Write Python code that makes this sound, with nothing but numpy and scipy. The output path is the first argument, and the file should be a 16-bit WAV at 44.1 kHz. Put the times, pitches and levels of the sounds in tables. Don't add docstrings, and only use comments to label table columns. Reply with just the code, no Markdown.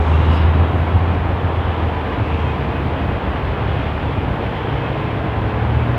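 import sys
import numpy as np
from scipy import signal
from scipy.fft import rfft, irfft, next_fast_len
from scipy.io import wavfile

SR = 44100
rng = np.random.default_rng(int(sys.argv[2]) if len(sys.argv) > 2 else 0)


def dump(signal):
    limited = np.clip(np.atleast_2d(signal).T, -1, 1)
    pcm = np.round(limited * 32767).astype(np.int16)
    wavfile.write(sys.argv[1], SR, pcm)


N = 263718
TIME = np.arange(N) / SR

# frequency in Hz, relative strength in dB.
AIR_COLOUR = [(100, -0.5), (5000, -2), (8000, 1), (12000, -4.5), (15700, -10)]
RUMBLE_COLOUR = [(12, -24.5), (25, -5.5), (40, 4), (52, 3.5), (68, 16), (90, -7), (110, 12), (150, -14.5),
                 (300, -62)]
BODY_COLOUR = [(70, -40.5), (105, -1), (122, 0), (140, -2), (156, -3.5), (205, -3.8), (280, -3.5),
               (370, -9.5), (550, -22), (1200, -61.5)]
FAN_COLOUR = [(150, -22), (330, -3), (480, -1), (600, -2), (780, -1), (1030, -4.5), (1300, -8.5),
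              (1700, -11), (2500, -30), (5000, -65.5)]
RUSH_COLOUR = [(600, -24), (1400, -4.5), (2000, 2), (2600, 0), (3300, -4), (4000, -14), (5000, -24),
               (6300, -35), (9000, -45.5)]
# peak time and half-length in seconds, level in dB, centre in Hz, width in octaves.
HISSES = [(0.077, .2, -58, 5200, 0.5), (.35, 0.085, -41.5, 2870, 0.31), (0.346, .028, -58, 7000, .55),
          (.37, 0.046, -51.5, 4850, .13), (.3, 0.41, -51, 3780, .06), (0.8, 0.11, -73, 6900, .1),
          (1.7, 0.1, -43, 3070, .2), (2.32, 0.14, -42, 2600, 0.08), (2.4, 0.18, -68, 5700, .2),
          (2.4, .15, -74, 7650, .08), (3.78, 0.19, -48, 3100, 0.15), (4.7, 0.22, -47, 3140, .12)]
# pitch in Hz, relative strength in dB.
WHEEL_RINGS = [(2606, -3.5), (2767, 2.5), (2896, -2), (3080, -4.5), (3200, -5), (3420, -6), (3801, -9)]
# peak time and half-length in seconds, strength in dB, favoured pitch in Hz, width in octaves.
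WHEEL_RUBS = [(0.167, 0.066, -45, 2770, 0.055), (0.352, 0.068, -45, 2900, 0.35),
              (.65, .12, -49, 2860, 0.044), (2.45, .06, -43, 3200, .03), (3.68, 0.061, -46, 2900, .04),
              (4.74, .06, -41, 3080, .04)]
# time in seconds, turns per second.
SHAFT_SPEED = [(0, 42.4), (1.3, 44.4), (2, 45.1), (2.55, 45.7), (3.1, 45.98), (4, 46.2), (4.8, 46.58),
               (5.98, 47.3)]
# peak time and half-length in seconds, level in dB, multiple of shaft speed.
BLOWER_WHINES = [(0, 0.085, -31, 10), (.3, 0.33, -44.5, 33), (1.972, 0.24, -36.5, 22),
                 (2.52, 0.11, -36.5, 22), (2.3, 0.7, -33.5, 10), (2.15, .15, -47, 55), (2.5, .03, -41, 55),
                 (2.76, .05, -44, 55), (3.121, .09, -41.5, 55), (3.6, 0.29, -48.5, 55),
                 (4.6, 0.32, -34.5, 10), (4.83, 0.044, -38.5, 55), (5.05, .04, -43, 55),
                 (5.2, 0.66, -38, 6.7), (5.4, .75, -39, 22), (5.6, 0.56, -50, 55)]
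# peak time and half-length in seconds, level in dB.
GEAR_WHINES = [(.2, 0.53, -35), (3.657, 0.18, -38), (5.45, 0.8, -35)]
# time in seconds, rumble in dB, body (just above it) in dB.
EXHAUST_NOISE = [(0, -28, -26), (.6, -30.5, -24.5), (1.35, -28.5, -27), (1.9, -37, -27), (2.8, -29.5, -26),
                 (3.4, -28.5, -27.5), (4.1, -32, -27), (4.6, -30.5, -27.5), (5.6, -36, -28),
                 (5.98, -29, -25.5)]
# time in seconds, fan roar in dB, engine rush in dB.
FAN_AND_RUSH = [(0, -26, -34), (.35, -25, -33.5), (.7, -25.5, -35), (1.35, -25.5, -36), (1.85, -25.5, -35),
                (2.45, -27, -34.5), (2.8, -25.5, -35), (3.35, -25, -35.5), (3.8, -25, -34),
                (4.25, -25.5, -35.5), (4.8, -26, -34), (5.3, -25.5, -36), (5.98, -26, -34.5)]
# time in seconds, level in dB.
HOUSING_LEVEL = [(0, -29.5), (.7, -32.5), (1.3, -36), (2.3, -35), (3, -45.5), (5.98, -48)]
# time in seconds, level in dB.
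STACK_LEVEL = [(0, -31.5), (.7, -30.5), (1.5, -49.5), (2.8, -30), (3.15, -42), (3.7, -28.5), (4.1, -29.5),
               (4.5, -38.5), (5.05, -23), (5.4, -41), (5.98, -24.5)]
# peak time in seconds, level in dB, pitch in Hz.
HARD_CHUGS = [(2.215, -17, 105.5), (2.878, -23, 93.2), (3.06, -17.5, 91), (4.19, -18.5, 98.8),
              (5.12, -22, 100.1)]
# time in seconds, change in dB.
EXHAUST_THROBS = [(.055, -4.5), (.155, 1.5), (.255, -2.5), (.3, 3), (.36, -3.5), (.47, 2), (.54, -1),
                  (.61, 3.5), (.76, 2), (.79, 1), (.828, 3), (.87, -2), (.925, -1.5), (.96, 5.5),
                  (1.003, -4), (1.037, 4), (1.07, -1.5), (1.11, 3), (1.24, -1), (1.295, 3), (1.35, 1.5),
                  (1.39, -7), (1.461, 3), (1.51, -4), (1.575, 3), (1.64, -4), (1.68, 3), (1.76, -8),
                  (1.862, 2), (1.93, -4), (2.1, -2), (2.255, -4), (2.295, -1.5), (2.39, -2), (2.43, 0.5),
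                  (2.99, -3), (3.21, -11), (3.58, -5), (4.3, 5.5), (4.41, -3), (4.58, -2), (4.68, -1.5),
                  (4.955, -4), (5.22, -3)]
# time in seconds, firings per second.
FIRING_RATE = [(0, 78), (1.1, 85), (2, 80.2), (2.45, 77.6), (4.5, 72.5), (5.98, 77)]
# time in seconds, level in dB before throbbing.
DEEP_NOTE = [(0, -13.5), (.3, -13.3), (.58, -13.5), (.72, -20.5), (1, -16), (1.25, -22), (1.85, -19),
             (2.18, -29.5), (2.32, -17.5), (2.44, -20), (2.55, -27.5), (3.1, -25.5), (4.2, -26),
             (4.5, -33.5), (5.55, -29), (5.77, -17), (5.98, -35)]
# multiple of the engine's cycle rate, base level in dB.
UNEVEN_TONES = [(7, -38.5), (9, -33), (10, -32.5), (11, -44), (13, -36), (14, -28), (16, -34), (18, -34.5),
                (20, -36.5), (21, -35), (24, -37.5), (30, -36.5), (36, -44), (41, -47.5)]
# time in seconds, change in dB.
UNEVEN_CHANGE = [(0, -3), (1.2, -1.5), (2.1, -6), (2.6, -1.5), (4.2, -3), (5.2, -3.5), (5.98, 0.5)]
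# time in seconds, level in dB before throbbing, pitch in Hz.
CLIMBING_NOTE = [(3.45, -32, 102.7), (3.72, -24, 103.4), (4.2, -41, 104.2), (4.55, -32, 104.8),
                 (4.84, -26, 109.7), (5.17, -29, 107.2), (5.38, -24.5, 109.9), (5.6, -20.5, 113.5),
                 (5.98, -20, 120.5)]


def gain_of(db):
    return 10 ** (np.asarray(db) / 20)


def evened(x):
    return x / np.sqrt(np.mean(abs(x) ** 2) + 1e-20)


def curves(rows):
    times, *columns = np.transpose(rows)
    return [np.interp(TIME, times, column) for column in columns]


def swell(when, half_s):
    return np.exp(-.5 * ((TIME - when) / half_s) ** 2)


def shaped(gain):
    size = next_fast_len(N)
    spectrum = rfft(rng.standard_normal(size)) * gain(np.fft.rfftfreq(size, 1 / SR))
    return evened(irfft(spectrum, size)[:N])


def coloured(points):
    hz, db = np.transpose(points)
    return shaped(lambda f: gain_of(np.interp(np.log(f + 1), np.log(hz), db)))


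def band(hz, octaves):
    return shaped(lambda f: np.exp(-.5 * (np.log2((f + 1) / hz) / octaves) ** 2))


def drift(rate_hz):
    return shaped(lambda f: np.exp(-(f / rate_hz) ** 2))


def angle(hz):
    return 2 * np.pi * np.cumsum(hz) / SR


def tone(phase, db):
    return np.sqrt(2) * gain_of(db) * np.sin(phase)


def scattered(phase, rate_hz, share):
    times = np.arange(0, TIME[-1] + .02, .02)
    shifts_hz = rng.standard_normal(24) * rate_hz
    turns = np.outer(times, shifts_hz) + rng.random(len(shifts_hz))
    paths = evened(np.exp(2j * np.pi * turns).sum(1))
    fading = np.interp(TIME, times, np.sqrt(1 - share) + np.sqrt(share) * paths)
    return np.sqrt(2) * abs(fading) * np.sin(phase + np.angle(fading) + 2 * np.pi * rng.random())


def open_air():
    return gain_of(-72) * coloured(AIR_COLOUR)


def hisses():
    return sum(gain_of(db) * swell(when, half_s) * band(hz, octaves)
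               for when, half_s, db, hz, octaves in HISSES)


def clinks(per_second=16, low_hz=1500, high_hz=3500, ring_s=.28):
    out, t = np.zeros(N), np.arange(SR // 2) / SR
    ring = (1 - np.exp(-t / .006)) * gain_of(-60 * t / ring_s)
    for when, pitch, force in rng.random((round(per_second * TIME[-1]), 3)):
        start = int(when * N)
        octaves = pitch * np.log2(high_hz / low_hz)
        db = -45 - 5 * octaves + 8 * force
        clink = ring * tone(2 * np.pi * low_hz * 2 ** octaves * t, db)
        out[start:start + len(t)] += clink[:N - start]
    return out


def wheel_song():
    out = np.zeros(N)
    for ring_hz, ring_db in WHEEL_RINGS:
        rubbing = np.zeros(N)
        for when, half_s, db, hz, octaves in WHEEL_RUBS:
            nearness = np.exp(-.5 * (np.log2(ring_hz / hz) / octaves) ** 2)
            rubbing += gain_of(db) * swell(when, half_s) * nearness
        phase = angle(ring_hz * (1 + .0044 * drift(12)))
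        out += gain_of(ring_db) * rubbing * scattered(phase, rate_hz=24, share=.56)
    return out


def blower_whine():
    speed, = curves(SHAFT_SPEED)
    shaft = angle(speed * (1 + .002 * drift(8)))
    out = np.zeros(N)
    for when, half_s, db, multiple in BLOWER_WHINES:
        whine = scattered(multiple * shaft, rate_hz=3 + .12 * multiple, share=.27)
        out += gain_of(db) * swell(when, half_s) * whine
    return out


def gear_whine(start_hz=380, rise_hz_per_s=9.1):
    level = sum(gain_of(db) * swell(when, half_s) for when, half_s, db in GEAR_WHINES)
    return level * scattered(angle(start_hz + rise_hz_per_s * TIME), rate_hz=2.3, share=.11)


def roar():
    rumble_db, body_db = curves(EXHAUST_NOISE)
    fan_db, rush_db = curves(FAN_AND_RUSH)
    housing_db, = curves(HOUSING_LEVEL)
    pulse = np.cos(firing_phase())
    rumble = throb() * gain_of(rumble_db + .7 * drift(11)) * coloured(RUMBLE_COLOUR)
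    body = throb() ** .25 * gain_of(body_db + .7 * drift(8.9)) * coloured(BODY_COLOUR)
    fans = gain_of(fan_db - .2 + .41 * drift(9.1) + .34 * pulse) * coloured(FAN_COLOUR)
    rush = gain_of(rush_db - 1.13 + .55 * drift(26) + .66 * pulse) * coloured(RUSH_COLOUR)
    housing = gain_of(housing_db + 1.5 * drift(13)) * band(hz=948, octaves=.34)
    return rumble + body + fans + rush + housing


def stack_ring(hz=137):
    db, = curves(STACK_LEVEL)
    return gain_of(db + 1) * scattered(angle(np.full(N, hz)), rate_hz=3, share=.34)


def chugs():
    return sum(swell(when, half_s=.012) * tone(2 * np.pi * (hz * TIME + rng.random()), db)
               for when, db, hz in HARD_CHUGS)


def throb():
    return gain_of(sum(db * swell(when, half_s=.019) for when, db in EXHAUST_THROBS))


def firing_phase():
    return angle(curves(FIRING_RATE)[0])


def exhaust_drone(cylinders=12):
    deep_db, = curves(DEEP_NOTE)
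    firing = firing_phase() + .22 * drift(9)
    deep = tone(firing, deep_db - .3) + tone(2 * firing, deep_db - 23.5)
    cycle = firing_phase() / cylinders
    change_db, = curves(UNEVEN_CHANGE)
    uneven = sum(gain_of(db) * scattered(multiple * cycle, rate_hz=1.1, share=.81)
                 for multiple, db in UNEVEN_TONES)
    return deep + gain_of(change_db) * uneven


def exhaust_climb():
    db, hz = curves(CLIMBING_NOTE)
    phase = angle(hz)
    return gain_of(db) * scattered(phase, rate_hz=4, share=.04) + tone(2 * phase, db - 14.5)


def scene():
    exhaust = throb() * (exhaust_drone() + exhaust_climb() + stack_ring()) + chugs()
    machinery = blower_whine() + gear_whine() + wheel_song() + clinks()
    return (exhaust + machinery + roar() + hisses() + open_air())[None]


def record(dry):
    top_hz = 15750
    low_pass = signal.firwin(511, top_hz, window=("kaiser", 9), fs=SR)
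    return signal.oaconvolve(dry, low_pass[None], "same")


dry = scene()
out = record(dry)
dump(out)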